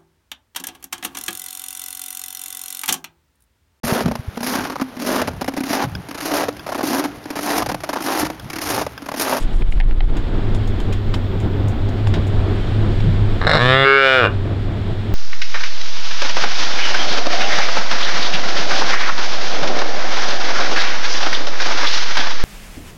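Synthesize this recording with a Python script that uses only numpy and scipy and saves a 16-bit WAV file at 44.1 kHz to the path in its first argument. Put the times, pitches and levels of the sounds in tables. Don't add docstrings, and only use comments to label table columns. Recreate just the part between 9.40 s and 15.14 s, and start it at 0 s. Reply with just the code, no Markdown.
import sys
import numpy as np
from scipy import signal
from scipy.fft import rfft, irfft
from scipy.io import wavfile
from scipy.ndimage import uniform_filter1d, minimum_filter1d

SR = 44100
rng = np.random.default_rng(int(sys.argv[2]) if len(sys.argv) > 2 else 0)


def to_wav(s):
    ch = np.atleast_2d(s).T
    pcm = np.round(np.clip(ch, -1, 1) * 32767)
    wavfile.write(sys.argv[1], SR, pcm.astype(np.int16))


N = 253134
TIME = np.arange(N) / SR


def undb(db):
    return 10 ** (np.asarray(db) / 20)


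def unit(x):
    return x / np.sqrt(np.mean(x ** 2))


def noise():
    return rng.standard_normal(N)


def walk(rate, size=16384):
    return unit(np.interp(TIME * rate, np.arange(size), rng.standard_normal(size)))


def curve(rows, column=1):
    rows = np.array(rows)
    return np.interp(TIME, rows[:, 0], rows[:, column])


def bell(middle, half_width):
    return np.exp(-((TIME - middle) / half_width) ** 2)


def bursts(times, db, decay):
    return sum(undb(d) * (TIME >= t) * np.exp(-np.abs(TIME - t) / decay) for t, d in zip(times, db))


def causal(gain):
    cepstrum = irfft(np.log(gain))
    half = len(cepstrum) // 2
    cepstrum[1:half] *= 2
    cepstrum[half + 1:] = 0
    return np.exp(rfft(cepstrum))


def colour(x, points, size=8192):
    hz, db = np.transpose(points)
    outline_db = np.interp(np.log(np.fft.rfftfreq(size, 1 / SR) + 1), np.log(hz), db)
    response = irfft(causal(undb(outline_db)))
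    return signal.fftconvolve(x, response / np.linalg.norm(response))[:N]


def ring(x, hz, width):
    return signal.lfilter(*signal.iirpeak(hz, hz / width, fs=SR), x)


def narrow_noise(hz, width):
    return unit(ring(ring(noise(), hz, width), hz, width))


def band(x, lo, hi, order=3):
    return signal.sosfilt(signal.butter(order, [lo, hi], "band", fs=SR, output="sos"), x)


def lows(x, hz):
    return signal.sosfiltfilt(signal.butter(2, hz, fs=SR, output="sos"), x)


# frequency in Hz, relative level in dB.
YARD_SPECTRUM = [(30, -18.5), (70, -4.5), (150, -12.5), (366, -16.5), (470, -23), (735, -26.5),
                 (1010, -32.5), (1450, -34.5), (2700, -43.5), (3400, -40.5), (5400, -56.5), (9200, -67.5),
                 (10200, -77.5), (15500, -73.5)]
# time in seconds, relative levels of murmur and of hiss in dB.
YARD_SWELL = [(0, -31.5, -42.5), (.7, -28, -44.5), (1.1, -29, -42.5), (2.3, -27, -43.5),
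              (3.2, -25.5, -39.5), (3.95, -27.5, -39), (4.9, -27.5, -43.5), (5.74, -31, -42)]


def yard(murmur_trim_db=-1, flicker_db=1.82, split_hz=1600):
    wash = colour(noise(), YARD_SPECTRUM)
    low = lows(wash, split_hz)
    murmur = low / np.std(band(wash, 200, 1200))
    hiss = (wash - low) / np.std(band(wash, 2000, 5000))
    murmur_db = curve(YARD_SWELL) + murmur_trim_db + flicker_db * walk(18)
    hiss_db = curve(YARD_SWELL, column=2) + .5 * walk(32)
    return murmur * undb(murmur_db) + hiss * undb(hiss_db)


# frequency in Hz, relative level in dB.
WIND_SPECTRUM = [(6, -11), (14, 0.5), (30, 3), (45, -12.5), (70, -31.5), (140, -29.5), (400, -84.5)]
# middle in seconds, half-width in seconds, level in dB.
GUSTS = [(0.445, 0.29, -2), (1.2, 0.47, -20), (2.8, 0.34, -23), (3.8, 0.48, -17)]


def wind(breeze_db=-25):
    gusts = sum(undb(db) * bell(t, half_width) for t, half_width, db in GUSTS)
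    return unit(colour(noise(), WIND_SPECTRUM)) * (undb(breeze_db) + gusts)


# middle in seconds, half-width in seconds, level in dB.
RUSTLES = [(0.017, 0.024, -41), (0.17, 0.044, -49), (0.318, 0.015, -43), (0.4, .012, -50)]


def sleeve(lo_hz=3500, hi_hz=9000, grain_db=3):
    fibres = unit(band(noise() * undb(grain_db * walk(400)), lo_hz, hi_hz, order=2))
    return fibres * sum(undb(db) * bell(t, half_width) for t, half_width, db in RUSTLES)


# time in seconds, relative level in dB,
# extra gain of the deepest resonance in dB.
CRACKLES = [(0.221, -36.5, -13), (0.323, -31, -1), (0.4018, -19, -3.5), (0.41, -26.5, -1),
            (0.51, -33.5, -8), (0.606, -25.5, -7)]
# centre in Hz, width in Hz, gain in dB.
CRACKLE_MODES = [(790, 146, 21), (2120, 880, 13.5), (2390, 580, -3), (3230, 380, -19)]


def wind_crackle(gain_db=11, decay_s=0.0015, skirt_db=-17, skirt_s=0.0024):
    hiss, crackle = noise(), 0
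    for t, db, deep_db in CRACKLES:
        skirt = undb(db + skirt_db) * np.exp(-np.abs(TIME - t) / skirt_s)
        pop = hiss * (bursts([t], [db], decay_s) + skirt + 1e-18)
        for k, (hz, width, mode_db) in enumerate(CRACKLE_MODES):
            crackle += undb(mode_db + deep_db * (k == 0)) * ring(pop, hz, width)
    return undb(gain_db) * band(crackle, 400, 3700, order=4)


def pen_bounce(x, bounce_db=-15, delay_s=.0029, edge_hz=2000):
    return undb(bounce_db) * np.interp(TIME - delay_s, TIME, band(x, edge_hz, 13000, order=1))


def hutch_echo(x, echo_db=-27, t60=0.26, top_hz=3000):
    tail = band(noise(), 290, top_hz, order=2) * np.exp(-np.log(1000) * TIME / t60) * (TIME > .008)
    return undb(echo_db) * signal.fftconvolve(x, tail / np.linalg.norm(tail))[:N]


# middle in seconds, half-width in seconds, pitch in Hz, level in dB.
BUMPS = [(0.71, 0.04, 122, -21), (3.675, 0.08, 145, -19)]


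def bumps(width_hz=60):
    return sum(narrow_noise(hz, width_hz) * undb(db) * bell(t, half) for t, half, hz, db in BUMPS)


# start in seconds, relative level in dB,
# extra gain of the saliva's treble in dB, decay of the body in seconds.
LICKS = [(0.767, -26, -12, 0.012), (1.147, -25.5, -11.5, 0.0079), (1.274, -28, -11, 0.0055),
         (1.401, -25, -12, 0.0058), (1.524, -24, -11, 0.017), (1.74, -13.5, -17.5, 0.0076),
         (2.002, -28, -13, .005), (2.282, -38, 4.5, .004), (2.488, -26.5, -17.5, .005),
         (2.671, -14.5, -21, 0.0033), (2.739, -19, -19, 0.019), (2.869, -38, -1.5, .005),
         (3.603, -21.5, -23, .005)]
# frequency in Hz, relative level in dB.
LICK_SPECTRUM = [(290, -43.5), (500, -21), (760, -2.5), (1330, -14.5), (1740, -11.5), (2640, -14),
                 (3100, -11), (3900, -13), (4440, -19.5), (5420, -21.5), (7050, -35), (11900, -120)]


def licking(body_db=-5, spit_db=-6, spit_decay_s=0.015, grain_db=4):
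    times, db, treble_db, _ = np.transpose(LICKS)
    clicks = sum(bursts([t], [level], decay) for t, level, _, decay in LICKS)
    body = colour(noise() * clicks, LICK_SPECTRUM)
    crackle = noise() * undb(grain_db * walk(820))
    spit = unit(band(crackle, 5900, 7500, order=1)) * bursts(times, db + treble_db, spit_decay_s)
    return undb(body_db) * body + undb(spit_db) * band(spit, 4100, 20000)


# centre in Hz, width in Hz, relative level in dB.
ENGINE_TONES = [(218.1, 19, -15.5), (357.8, 12, -23.5), (404.1, 15, -19)]
# middle in seconds, half-width in seconds, depth in dB.
ENGINE_DIPS = [(1.405, 0.031, 21), (2.383, 0.037, 20), (5.31, 0.061, 3)]


def engine(hz=100, waver=0.0346, flutter_db=3, gain_db=-18.5, up_s=1.066, peak_s=3.14):
    cycles = np.cumsum(hz * (1 + waver * walk(25))) / SR
    firing = np.sqrt(2) * np.sin(2 * np.pi * cycles) * undb(flutter_db * walk(20))
    upper = sum(undb(db) * narrow_noise(centre, width) for centre, width, db in ENGINE_TONES)
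    fade_db = 68 * np.maximum(up_s - TIME, 0) + 2 * np.abs(TIME - peak_s)
    dips_db = sum(depth * bell(t, half_width) for t, half_width, depth in ENGINE_DIPS)
    return (firing + upper) * undb(gain_db - fade_db - dips_db)


FRY_S, CREAK_S, CLEAR_S, STOP_S = 4.005, 4.066, 4.185, 4.866


def stages(fry, creak, clear):
    return np.select([TIME < CREAK_S, TIME < CLEAR_S], [fry, creak], clear)


def effort(push_s=4.641, push_db=31.5, rise_s=0.29, fall_s=0.17, release_db_per_s=700):
    push = bell(push_s, np.where(TIME < push_s, rise_s, fall_s))
    release_db = release_db_per_s * np.maximum(TIME - STOP_S, 0)
    return stages(fry=-8.5, creak=7.5, clear=0) + push_db * push - release_db


# time in seconds, pitch in Hz.
CALL_PITCH = [(4.2, 120), (4.272, 127), (4.39, 135.1), (4.554, 137.7), (4.76, 130.3), (4.812, 122),
              (4.86, 100.7), (4.87, 101.3)]
# time in seconds, roughness from 0 to 1.
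CALL_ROUGHNESS = [(4.05, .3), (4.07, 1), (4.175, 1), (4.2, .08), (4.26, .02), (4.435, .01), (4.448, .12),
                  (4.462, .005), (4.76, .01), (4.835, .08), (4.87, .45)]


def glottis(fry_hz=88.8, creak_hz=154.9, jitter=0.095, shimmer_db=2, weak_db=-7.5, release_s=.05):
    hz = stages(fry_hz, creak_hz, curve(CALL_PITCH))
    cycles = np.cumsum(hz * (TIME > FRY_S) * (TIME < STOP_S + release_s)) / SR
    count = np.arange(1, int(cycles[-1]))
    times = np.interp(count, cycles, TIME)
    slip, swell = rng.standard_normal((256, 2))[:len(times)].T
    rough = np.interp(times, *np.transpose(CALL_ROUGHNESS))
    period = 1 / np.interp(times, TIME, hz)
    weak = (count % 3 != 1) * (times < CLEAR_S)
    db = np.interp(times, TIME, effort()) + rough * (shimmer_db * swell + weak_db * weak)
    return times + jitter * rough * period * slip, undb(db) * np.sqrt(period * SR), rough, period


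def fold_touch(t, period, hz, db=-8, fade_db_per_s=6, lead_cycles=0.2167, drift_cycles_per_s=0.061):
    held_s = max(t - CLEAR_S, 0)
    lead_s = (lead_cycles - drift_cycles_per_s * held_s) * period
    return undb(db - fade_db_per_s * held_s) * np.exp(2j * np.pi * hz * lead_s)


# centre in Hz, width in Hz, relative level in dB.
TIGHT = [(130, 120, -2), (550, 450, -4), (1170, 500, -5), (1680, 500, -4), (2100, 250, -13),
         (2850, 300, -22), (3900, 600, -9), (5250, 600, -23), (7600, 2500, -40)]
HUM = [(122, 290, 12), (496, 500, 1), (1130, 660, 0), (1710, 240, 5), (2300, 1300, -8.5),
       (3100, 600, -13.5), (3580, 810, -4.5), (5300, 1600, -25), (7440, 4100, -34.5)]
NASAL = [(135, 65, -3.5), (460, 330, -0.5), (1330, 640, -5), (1720, 240, -3), (2020, 410, -6),
         (2805, 116, -7.5), (3510, 420, -6.5), (4870, 350, -28), (7600, 3200, -48.5)]
PARTED = [(137, 200, -25), (416, 115, 4), (1290, 340, -1.5), (1598, 204, 3), (2230, 144, 0.5),
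          (2770, 460, -13), (3620, 1150, -21), (4740, 440, -27), (7600, 2100, -55.5)]
OPEN = [(133, 110, -31), (517, 192, 2.5), (1426, 75, 0.5), (1544, 710, -3), (2376, 215, -1.5),
        (2933, 120, -6.5), (3370, 950, -12.5), (5030, 1300, -29), (7600, 2400, -46.5)]
CLOSING = [(105, 420, -10), (428, 490, 1), (1180, 640, -3), (1510, 220, 4), (2430, 320, -7),
           (2780, 170, -5.5), (3480, 710, -14.5), (5000, 1100, -32), (7600, 2700, -48)]


def throat(posture, hz, leak_db=-27, leak_hz=2600):
    shapes = np.array([TIGHT, HUM, NASAL, PARTED, OPEN, CLOSING])
    shares = np.maximum(1 - np.abs(posture - np.arange(len(shapes))), 0)
    modes = np.tensordot(shares, shapes, 1)
    power = sum((undb(db) / (1 + (2 * (hz - centre) / width) ** 2)) ** 2 for centre, width, db in modes)
    walls = undb(leak_db) / (1 + (hz / leak_hz) ** 4)
    return unit(np.sqrt(power + walls ** 2))


# time in seconds,
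# posture (0 tight, 1 hum, 2 nasal, 3 lips parted, 4 open, 5 closing).
POSTURES = [(4.17, 0), (4.24, 1), (4.36, 2), (4.438, 2), (4.458, 3), (4.55, 3), (4.68, 4), (4.79, 4.2),
            (4.86, 5)]


def moo(gain_db=-13, lead_hz=650, edge_hz=2800, soft_hz=450, size=2048,
        air_db=-30, air_hz=2400, rasp_db=-3, puff_s=.003):
    hz, age = np.fft.rfftfreq(size, 1 / SR), np.arange(size) / SR
    ahead = size // 8
    swell = np.exp(4j * (np.arctan(hz / lead_hz) + 2 * np.arctan(hz / edge_hz)))
    puffs = rng.standard_normal((256, size)) * np.exp(-age / puff_s)
    breathiness = np.minimum(undb(air_db) * (1 + (hz / air_hz) ** 2), 1)
    voice = np.zeros(N)
    for t, strength, rough, period, puff in zip(*glottis(), puffs):
        start, fraction = int(t * SR) - ahead, t * SR % 1
        air = rfft(puff / np.linalg.norm(puff)) * (breathiness + rough * undb(rasp_db))
        source = 1 + air + fold_touch(t, period, hz)
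        source /= 1 + (hz / (soft_hz * strength)) ** 2
        delay = np.exp(-2j * np.pi * hz * (ahead + fraction) / SR)
        airway = causal(throat(np.interp(t, *np.transpose(POSTURES)), hz))
        voice[start:start + size] += strength * irfft(source * swell * airway * delay)
    return undb(gain_db) * voice


def scene():
    close = moo() + wind_crackle() + licking()
    farm = yard() + engine()
    return (close + pen_bounce(close) + hutch_echo(close) + farm + wind() + bumps() + sleeve())[None]


def whine(hz=15000, db=-68, peak_s=2, half_width_s=1):
    return np.sqrt(2) * np.sin(2 * np.pi * hz * TIME) * undb(db) * bell(peak_s, half_width_s)


def limiter(x, ceiling=0.89, release_db_per_s=170, bass_db=0.5, bass_hz=50, size=129):
    sensed = x + undb(bass_db) * lows(x, bass_hz)
    over_db = 20 * np.log10(np.maximum(np.abs(sensed) / ceiling, 1))
    recovery = release_db_per_s * TIME
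    cut_db = np.maximum.accumulate(over_db + recovery) - recovery
    return x * undb(uniform_filter1d(minimum_filter1d(-cut_db, size), size))


def record(dry, notch_hz=6100, notch_width_hz=450, top_hz=15800):
    port = dry[0] - ring(dry[0], notch_hz, notch_width_hz)
    limited = np.clip(limiter(port) + whine(), -1, 1)
    return signal.sosfilt(signal.ellip(8, .2, 70, top_hz, fs=SR, output="sos"), limited)[None]


dry = scene()
out = record(dry)
to_wav(out)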